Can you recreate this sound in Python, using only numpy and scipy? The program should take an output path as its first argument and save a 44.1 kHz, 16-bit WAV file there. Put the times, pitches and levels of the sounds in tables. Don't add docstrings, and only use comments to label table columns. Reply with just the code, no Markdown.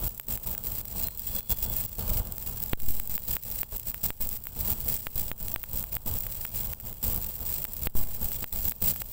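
import sys
import numpy as np
from scipy import signal
from scipy.fft import rfft, irfft
from scipy.io import wavfile
from scipy.ndimage import uniform_filter1d

SR = 44100
rng = np.random.default_rng(int(sys.argv[2]) if len(sys.argv) > 2 else 0)


def to_linear_factor(level_db):
    exponent = np.asarray(level_db, float) / 20
    return 10 ** exponent


def transcribe(signal):
    frames = np.atleast_2d(signal).T
    limited = np.clip(frames, -1, 1)
    pcm = np.round(limited * 32767).astype(np.int16)
    wavfile.write(sys.argv[1], SR, pcm)


N = 402191

# time_s, peak_db, rebound [0-1]
POPS = [(0.1983, -25.6, 0.33), (0.3752, -31.2, 0.14), (0.5501, -28.7, 0.51), (0.5794, -33.6, 0.98),
        (1.0848, -30.3, 0.3), (2.3816, -32.1, 0.02), (2.7333, -9.1, 0.0), (2.9993, -29.7, 0.89),
        (3.1792, -25.3, 0.61), (3.3671, -19.8, 0.26), (3.632, -20.2, 0.09), (3.9442, -25.8, 0.78),
        (4.1047, -16.3, 0.0), (4.4698, -26.9, 0.4), (5.0693, -18.3, 0.46), (5.3159, -16.6, 0.05),
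        (5.5607, -17.8, 0.47), (5.6389, -26.9, 0.61), (5.8399, -28.5, 0.31), (5.9673, -20.2, 0.32),
        (6.2669, -28.4, 0.17), (6.4519, -24.6, 0.99), (6.7348, -27.9, 0.46), (7.6517, -26.2, 0.41),
        (7.8712, -12.9, 0.0), (8.3183, -32.1, 0.56), (8.4425, -19.6, 0.29), (8.7203, -26.3, 0.28),
        (8.9613, -30.9, 0.42), (9.0191, -21.8, 0.02)]
FAINT_POPS = [.8133, .8534, 1.4067, 2.8013, 3.9161, 4.4549, 4.9753, 5.5411, 6.3524, 6.8006, 6.9285, 7.3083,
              8.9376]
FAINT_DB, FAINT_REBOUND = -38, 0.14
POP_SNAP_DB, FAINT_SNAP_DB = -18.5, -21.0
# time_s, peak_db
CRACKLES = [(.5124, -17), (.6695, -15), (1.514, -16), (1.5234, -16), (1.6432, -17), (1.7675, -14),
            (2.3229, -17), (2.6376, -13), (3.1418, -17), (3.1591, -17), (3.6113, -16), (3.6166, -15),
            (4.2721, -16), (4.2906, -14), (4.7026, -15), (4.9663, -16), (5.2127, -17), (5.4829, -17),
            (5.7325, -16), (5.7947, -17), (5.9526, -14), (6.1394, -16), (6.2064, -15), (6.5881, -19),
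            (7.0808, -14), (7.1616, -14), (7.6424, -15), (8.2447, -15), (8.6954, -15), (8.8396, -14)]
# time_s, peak_db
SPITS = [(.0928, -21), (.147, -27), (.1782, -26), (.2844, -19), (.6382, -19), (.7199, -19), (1.0717, -19),
         (1.1749, -21), (1.195, -17), (1.4298, -30), (1.8516, -19), (1.8623, -21), (2.907, -17),
         (2.9514, -19), (3.0751, -20), (3.2375, -24), (3.4361, -23), (3.7704, -19), (3.7977, -19),
         (4.3727, -21), (4.4389, -23), (4.8048, -19), (5.6311, -22), (5.8276, -19), (6.187, -18),
         (6.7284, -21), (7.7354, -21), (7.8229, -21), (8.161, -27), (8.5267, -24)]
STRAY_COUNT, STRAY_TOP_DB = 125, -18.5
STRAY_DB, STRAY_SPREAD_DB, STRAY_FOLLOW = -25, 5, 0.99
STRAY_DRAWS = rng.random((STRAY_COUNT, 2))
# [signed amplitude, 1 ms]
OVERLOADS = [
    (2.7333, .08, .14),
    (4.1047, .022, .03),
    (5.0693, -.03, -.01),
    (5.3159, .026, .03),
    (5.5607, -.022, -.01),
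    (5.9673, -.01, 0.0),
    (7.8712, .058, .09),
    (8.4425, -.016, 0.0),
]
# pitch_hz, level_db [per Hz]
ARC_COLOUR = [(880, -55), (1500, -28), (2500, -24), (4100, -19), (6500, -21), (7100, -20), (7500, -13),
              (8300, -14), (8800, -21), (10000, -21), (11000, -15), (13700, -10), (15400, 0), (17500, -22)]
# pitch_hz, width_hz, level_db
ECHO_DENTS = [(3050, 140, -7), (3720, 280, -8), (4420, 170, -9), (5300, 220, -6), (6150, 120, -7),
              (6550, 150, -4), (6970, 120, -7), (9050, 120, -5), (9300, 120, -5), (9550, 150, 4),
              (9750, 150, -7), (10080, 150, -9), (10680, 130, -10), (11150, 200, -4), (11550, 130, -8),
              (11900, 250, -3), (12480, 120, -4), (12700, 200, 3), (12950, 130, -6), (13400, 200, -7),
              (13870, 150, -6), (14500, 200, -6), (14850, 150, 3), (15030, 120, -3), (15500, 350, 3)]
# pitch_hz, level_db [per Hz]
RUMBLE_COLOUR = [(8.8, -22), (15, 1.5), (43, 2), (110, -8), (161, -13), (229, -13), (274, -26),
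                 (456, -21.5), (695, -22.5), (776, -25.5), (867, -24), (1440, -34.5), (1580, -35),
                 (2010, -82), (3000, -34.5), (3900, -42.5), (6600, -120)]
# pitch_hz, width_hz, level_db
ENGINE_HUMS = [
    (31.8, 10, -52),
    (56, 14, -59),
    (104, 20.5, -43),
    (170, 21, -56),
]
# start_s, loudest_s, end_s, pitch_hz, level_db
SQUEALS = [
    (.93, 1.06, 1.57, 4140, -52),
    (1.15, 1.49, 1.92, 3405, -52),
    (1.28, 1.45, 1.8, 4405, -60),
    (1.9, 2.0, 2.3, 4405, -62),
]
# time_s, level_db
OPEN_TOP = [(0.197, -31), (0.2833, -32), (0.6374, -32), (1.1932, -54), (2.3216, -30), (2.3805, -27),
            (2.6364, -30), (2.9981, -28), (3.0729, -46), (3.7963, -52), (4.8025, -25), (5.5398, -10),
            (5.9509, -30), (7.6405, -22), (7.7338, -26), (7.8211, -37), (8.5255, -38), (8.6941, -35)]
# start_s, ducked_gain_db, hold_s, leap_gain_db
DUCKS = [(0.184, -12, 0.099, 6), (0.367, -6, 0.092, 5), (0.545, -3.5, 0.1, 3), (0.814, -5, 0.1, 5),
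         (1.077, -7.5, 0.35, 6), (1.4, -9.5, .096, 10.5), (1.863, -6.5, 0.12, 8), (2.734, -18, 0.04, -7),
         (3.002, -7.5, .093, 0.9), (3.169, -7.5, .111, 4.5), (3.365, -11.5, 0.085, -1),
         (3.643, -11.5, 0.078, 3.5), (3.767, -7, 0.095, 2), (3.912, -7, .12, 8.5),
         (4.102, -13.5, .101, 3.5), (4.37, -9.5, 0.19, 3), (5.067, -9.5, 0.089, 4.5),
         (5.308, -10.5, 0.092, 1.5), (5.534, -9, 0.25, 3), (5.83, -6, .094, 4), (5.967, -11, 0.092, 7.5),
         (6.457, -6.5, 0.079, 2), (6.734, -9.5, .1, -6), (6.928, -6.5, 0.1, 9), (7.649, -8.5, 0.15, 3.5),
         (7.871, -15, .081, 7.5), (8.442, -10.5, 0.081, 4.5), (8.717, -10.5, 0.099, 9.5),
         (9.02, -9.5, 0.12, 1.5)]
# start_s, ducked_gain_db, hold_s, leap_gain_db
CHECKS = [(0.0, 4, .019, 8.5), (0.083, -8, .1, -9), (0.9, -2.5, .052, 4.5), (1.268, 0, .08, 4.5),
          (1.534, -2.5, .091, 5), (2.079, 8, .14, 1.5), (2.344, -2.5, .119, 2.5), (2.63, -1, .11, -1.5),
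          (2.83, -2, .06, -5), (2.883, 3, 0.022, -2), (8.016, 3, .04, 2.5), (3.618, -14, .04, -5),
          (4.067, 2.5, .05, .6), (4.269, -1.4, .12, -.6), (4.616, 3.5, .06, 8.5), (4.733, 0.5, .125, 6.5),
          (4.966, -5, .11, -4), (5.231, -0.8, .09, -.6), (5.693, -3, .032, 4.5), (6.175, -2.5, .28, -1.5),
          (6.833, -2, .1, -1.5), (7.188, 0.6, .12, 1.9), (7.302, -3.5, .098, 2.3), (7.679, -2.5, .142, 5),
          (8.041, -1.8, .172, 6.5), (8.27, -0.3, .154, 11), (8.432, 1, .02, .6), (8.598, 0.5, .042, 9),
          (8.688, -1, .04, 0), (8.927, -4, .1, -2.2)]
CREEP_DB_PER_S, CREEP_TOP_DB = 9.5, -3.5
REST_DB, SETTLE_S = 0.5, 0.33
# time_s, level_db
VIGOUR = [(0.0, 0), (.4, 5.5), (.7, 2.5), (1.3, 5.5), (1.85, 5.5), (2.05, 1), (2.33, -5), (2.44, 1.5),
          (2.95, 6.5), (3.6, 6), (4.9, 4), (5.15, 5.5), (6.1, 2), (6.55, 6.5), (7.0, 3.1), (7.45, 3.5),
          (8.3, 3.5), (9.12, 6)]
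QUENCH_DB, RELIGHT_S, FLICKER_DB = 6.5, 0.072, 1.38
SHORT_DB, SHORT_S = 2, 0.0077
QUIET_SHARE = 0.059


def rms_one(x):
    return x / np.sqrt(np.mean(x ** 2) + 1e-20)


def drift(rate_hz):
    r = np.exp(-2 * np.pi * rate_hz / SR)
    noise = rng.standard_normal(N + SR)
    wander = signal.lfilter([1], [1, -2 * r, r * r], noise)
    return rms_one(wander[SR:])


def coloured(x, spectrum, dents=()):
    size = 16384
    hz = np.maximum(np.arange(size // 2 + 1) * SR / size, 1)
    pitch_hz, level_db = np.transpose(spectrum)
    db = np.maximum(np.interp(np.log(hz), np.log(pitch_hz), level_db), -70)
    for centre_hz, width_hz, dent_db in dents:
        db = db + dent_db / (1 + (2 * (hz - centre_hz) / width_hz) ** 2)
    cepstrum = irfft(db * np.log(10) / 20)
    cepstrum[1:size // 2] *= 2
    cepstrum[size // 2 + 1:] = 0
    response = irfft(np.exp(rfft(cepstrum)))
    return signal.fftconvolve(x, response / np.abs(response).max())[:N]


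def clicks(times, sizes):
    out = np.zeros(N)
    place = np.round(np.array(times) * SR).astype(int)
    np.add.at(out, np.minimum(place, N - 1), sizes)
    return out


def since(times):
    t = np.arange(N) / SR
    latest = np.maximum(np.searchsorted(times, t, "right") - 1, 0)
    return latest, t - times[latest]


def gain_db():
    start_s, ducked_db, hold_s, leap_db = np.transpose(sorted(DUCKS + CHECKS))
    k, age = since(start_s)
    ceiling = np.maximum(ducked_db[k], CREEP_TOP_DB)
    creeping = np.minimum(ducked_db[k] + CREEP_DB_PER_S * age, ceiling)
    fade = np.exp(-np.maximum(age - hold_s[k], 0) / SETTLE_S)
    settling = REST_DB + (leap_db[k] - REST_DB) * fade
    return uniform_filter1d(np.where(age < hold_s[k], creeping, settling), size=66)


def snap_rows():
    gain = gain_db()
    when, size = STRAY_DRAWS.T
    when = (np.arange(STRAY_COUNT) + when) / STRAY_COUNT * (N - 600) + 300
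    stray_db = STRAY_DB + STRAY_SPREAD_DB * (3 * size - 1.5) + STRAY_FOLLOW * gain[when.astype(int)]
    strays = list(zip(when / SR, np.minimum(stray_db, STRAY_TOP_DB)))
    on_pops = [(s + .0001, POP_SNAP_DB) for s, *_ in POPS]
    on_faint = [(s + .0001, FAINT_SNAP_DB + 0.2 * gain[round((s - .003) * SR)]) for s in FAINT_POPS]
    return np.transpose(on_pops + on_faint + CRACKLES + SPITS + strays)


def shorts_db():
    t = np.arange(N) / SR
    s = np.sort(snap_rows()[0])
    following = np.minimum(np.searchsorted(s, t), len(s) - 1)
    ahead = s[following] - t
    return SHORT_DB * (ahead > 0) * np.exp(-(ahead / SHORT_S) ** 2)


def arc_db():
    age = since(np.array(DUCKS)[:, 0])[1]
    quench = QUENCH_DB * (age >= 0) * np.exp(-np.abs(age) / RELIGHT_S)
    vigour = np.interp(np.arange(N) / SR, *np.transpose(VIGOUR)) + FLICKER_DB * drift(12.0)
    return vigour - quench - shorts_db() - QUIET_SHARE * gain_db()


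def sizzle(per_s, spread_db, clump_db, hiss_db):
    surge = np.clip(drift(130.0) + .4 * drift(30.0), -3, 1.7)
    size_db = spread_db * np.minimum(rng.exponential(1, N), 3)
    sizes = to_linear_factor(size_db) * rng.choice([-1, 1], N)
    struck = rng.random(N) < per_s / SR
    sparks = rms_one(sizes * struck * to_linear_factor(clump_db * surge))
    hiss = to_linear_factor(hiss_db) * rng.standard_normal(N)
    return to_linear_factor(arc_db()) * rms_one(coloured(sparks + hiss, ARC_COLOUR, ECHO_DENTS))


def rumble():
    waver_db = 1.2 * drift(8.0)
    out = to_linear_factor(-40.0 + waver_db) * rms_one(coloured(rng.standard_normal(N), RUMBLE_COLOUR))
    for hz, width_hz, db in ENGINE_HUMS:
        edges_hz = [hz - width_hz / 2, hz + width_hz / 2]
        band = signal.butter(1, edges_hz, "band", fs=SR, output="sos")
        out += to_linear_factor(db - 8.5) * rms_one(signal.sosfilt(band, rng.standard_normal(N)))
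    return out


def crackles(tail_s, tail_db, thinnest):
    s, db = snap_rows()
    length = 512
    age = np.arange(length) / SR
    draws = rng.standard_normal((len(s), length))
    sputter = to_linear_factor(tail_db) * draws * np.exp(-age / tail_s) + (age == 0)
    thin = np.clip(thinnest * rng.random((len(s), 1)), 0, 1)
    sputter = sputter - thin * np.roll(sputter, 1, axis=1)
    ring = coloured(np.eye(1, length)[0], ARC_COLOUR, ECHO_DENTS)
    snaps = signal.fftconvolve(sputter, ring[None])[:, :length]
    power = uniform_filter1d(2 * snaps ** 2, size=25, axis=1)
    snaps *= (to_linear_factor(db + 1) / np.sqrt(power.max(axis=1)))[:, None]
    out = np.zeros(N + length)
    start = np.round(s * SR).astype(int) - power.argmax(axis=1)
    np.add.at(out, start[:, None] + np.arange(length), snaps)
    return out[:N]


def pops():
    faint = [(s, FAINT_DB, FAINT_REBOUND) for s in FAINT_POPS]
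    s, db, rebound = np.transpose(POPS + faint)
    swings = clicks(s, to_linear_factor(db)) - clicks(s + .00018, rebound * to_linear_factor(db + 1.5))
    return np.convolve(swings, np.hanning(17), "same")


def squeals():
    t, out = np.arange(N) / SR, 0
    for start, loudest, end, hz, db in SQUEALS:
        moments = [start, loudest, loudest + .12, end - .04, end]
        fade = np.interp(t, moments, [0.2, 1, .5, .3, 0], left=0)
        phase = 2 * np.pi * np.cumsum(hz + 5.0 * drift(6.0)) / SR
        out = out + to_linear_factor(db + 1.5 * drift(9.0)) * fade * np.sin(phase)
    return out


def kicks():
    s, jump, kick = np.transpose(OVERLOADS)
    pushes = clicks(s + .0002, kick + jump) + 1e-18
    tail = signal.lfilter([1], [1, -np.exp(-1 / (.0008 * SR))], pushes)
    return uniform_filter1d(tail, size=9)


def rest_level():
    t, ducked, out = np.arange(N) / SR, to_linear_factor(gain_db()), 0
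    for s, jump, _ in OVERLOADS:
        age = np.maximum(t - s, 0)
        true_jump = jump / ducked[round((s + .006) * SR)]
        drain = 1.6 * np.exp(-age / .038) - .6 * np.exp(-age / .14)
        out = out + (t > s + .001) * true_jump * drain
    return uniform_filter1d(out, size=60)


def scene():
    arc = to_linear_factor(-38.5) * sizzle(per_s=6000.0, spread_db=4.0, clump_db=4.5, hiss_db=-9.0)
    bursts = crackles(tail_s=.0007, tail_db=-14.0, thinnest=1.1) + pops() + kicks()
    return (arc + rumble() + squeals() + rest_level() + bursts / to_linear_factor(gain_db()))[None]


def band_limit(x):
    return signal.sosfilt(signal.butter(12, 17150, fs=SR, output="sos"), x)


def top_cut(x, cut_hz):
    taps = signal.firwin(601, cut_hz, window=("kaiser", 9), fs=SR)
    return signal.fftconvolve(x, taps[None], "same")


def record(dry):
    levelled = dry * to_linear_factor(gain_db())
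    narrow, wide = top_cut(levelled, 15780), top_cut(levelled, 16550)
    s, db = np.transpose(OPEN_TOP)
    gate = np.convolve(clicks(s + .001, to_linear_factor(db + 27.0)), np.hanning(500), "same")
    mix = narrow + gate * (wide - narrow)
    return band_limit(mix)


dry = scene()
out = record(dry)
transcribe(out)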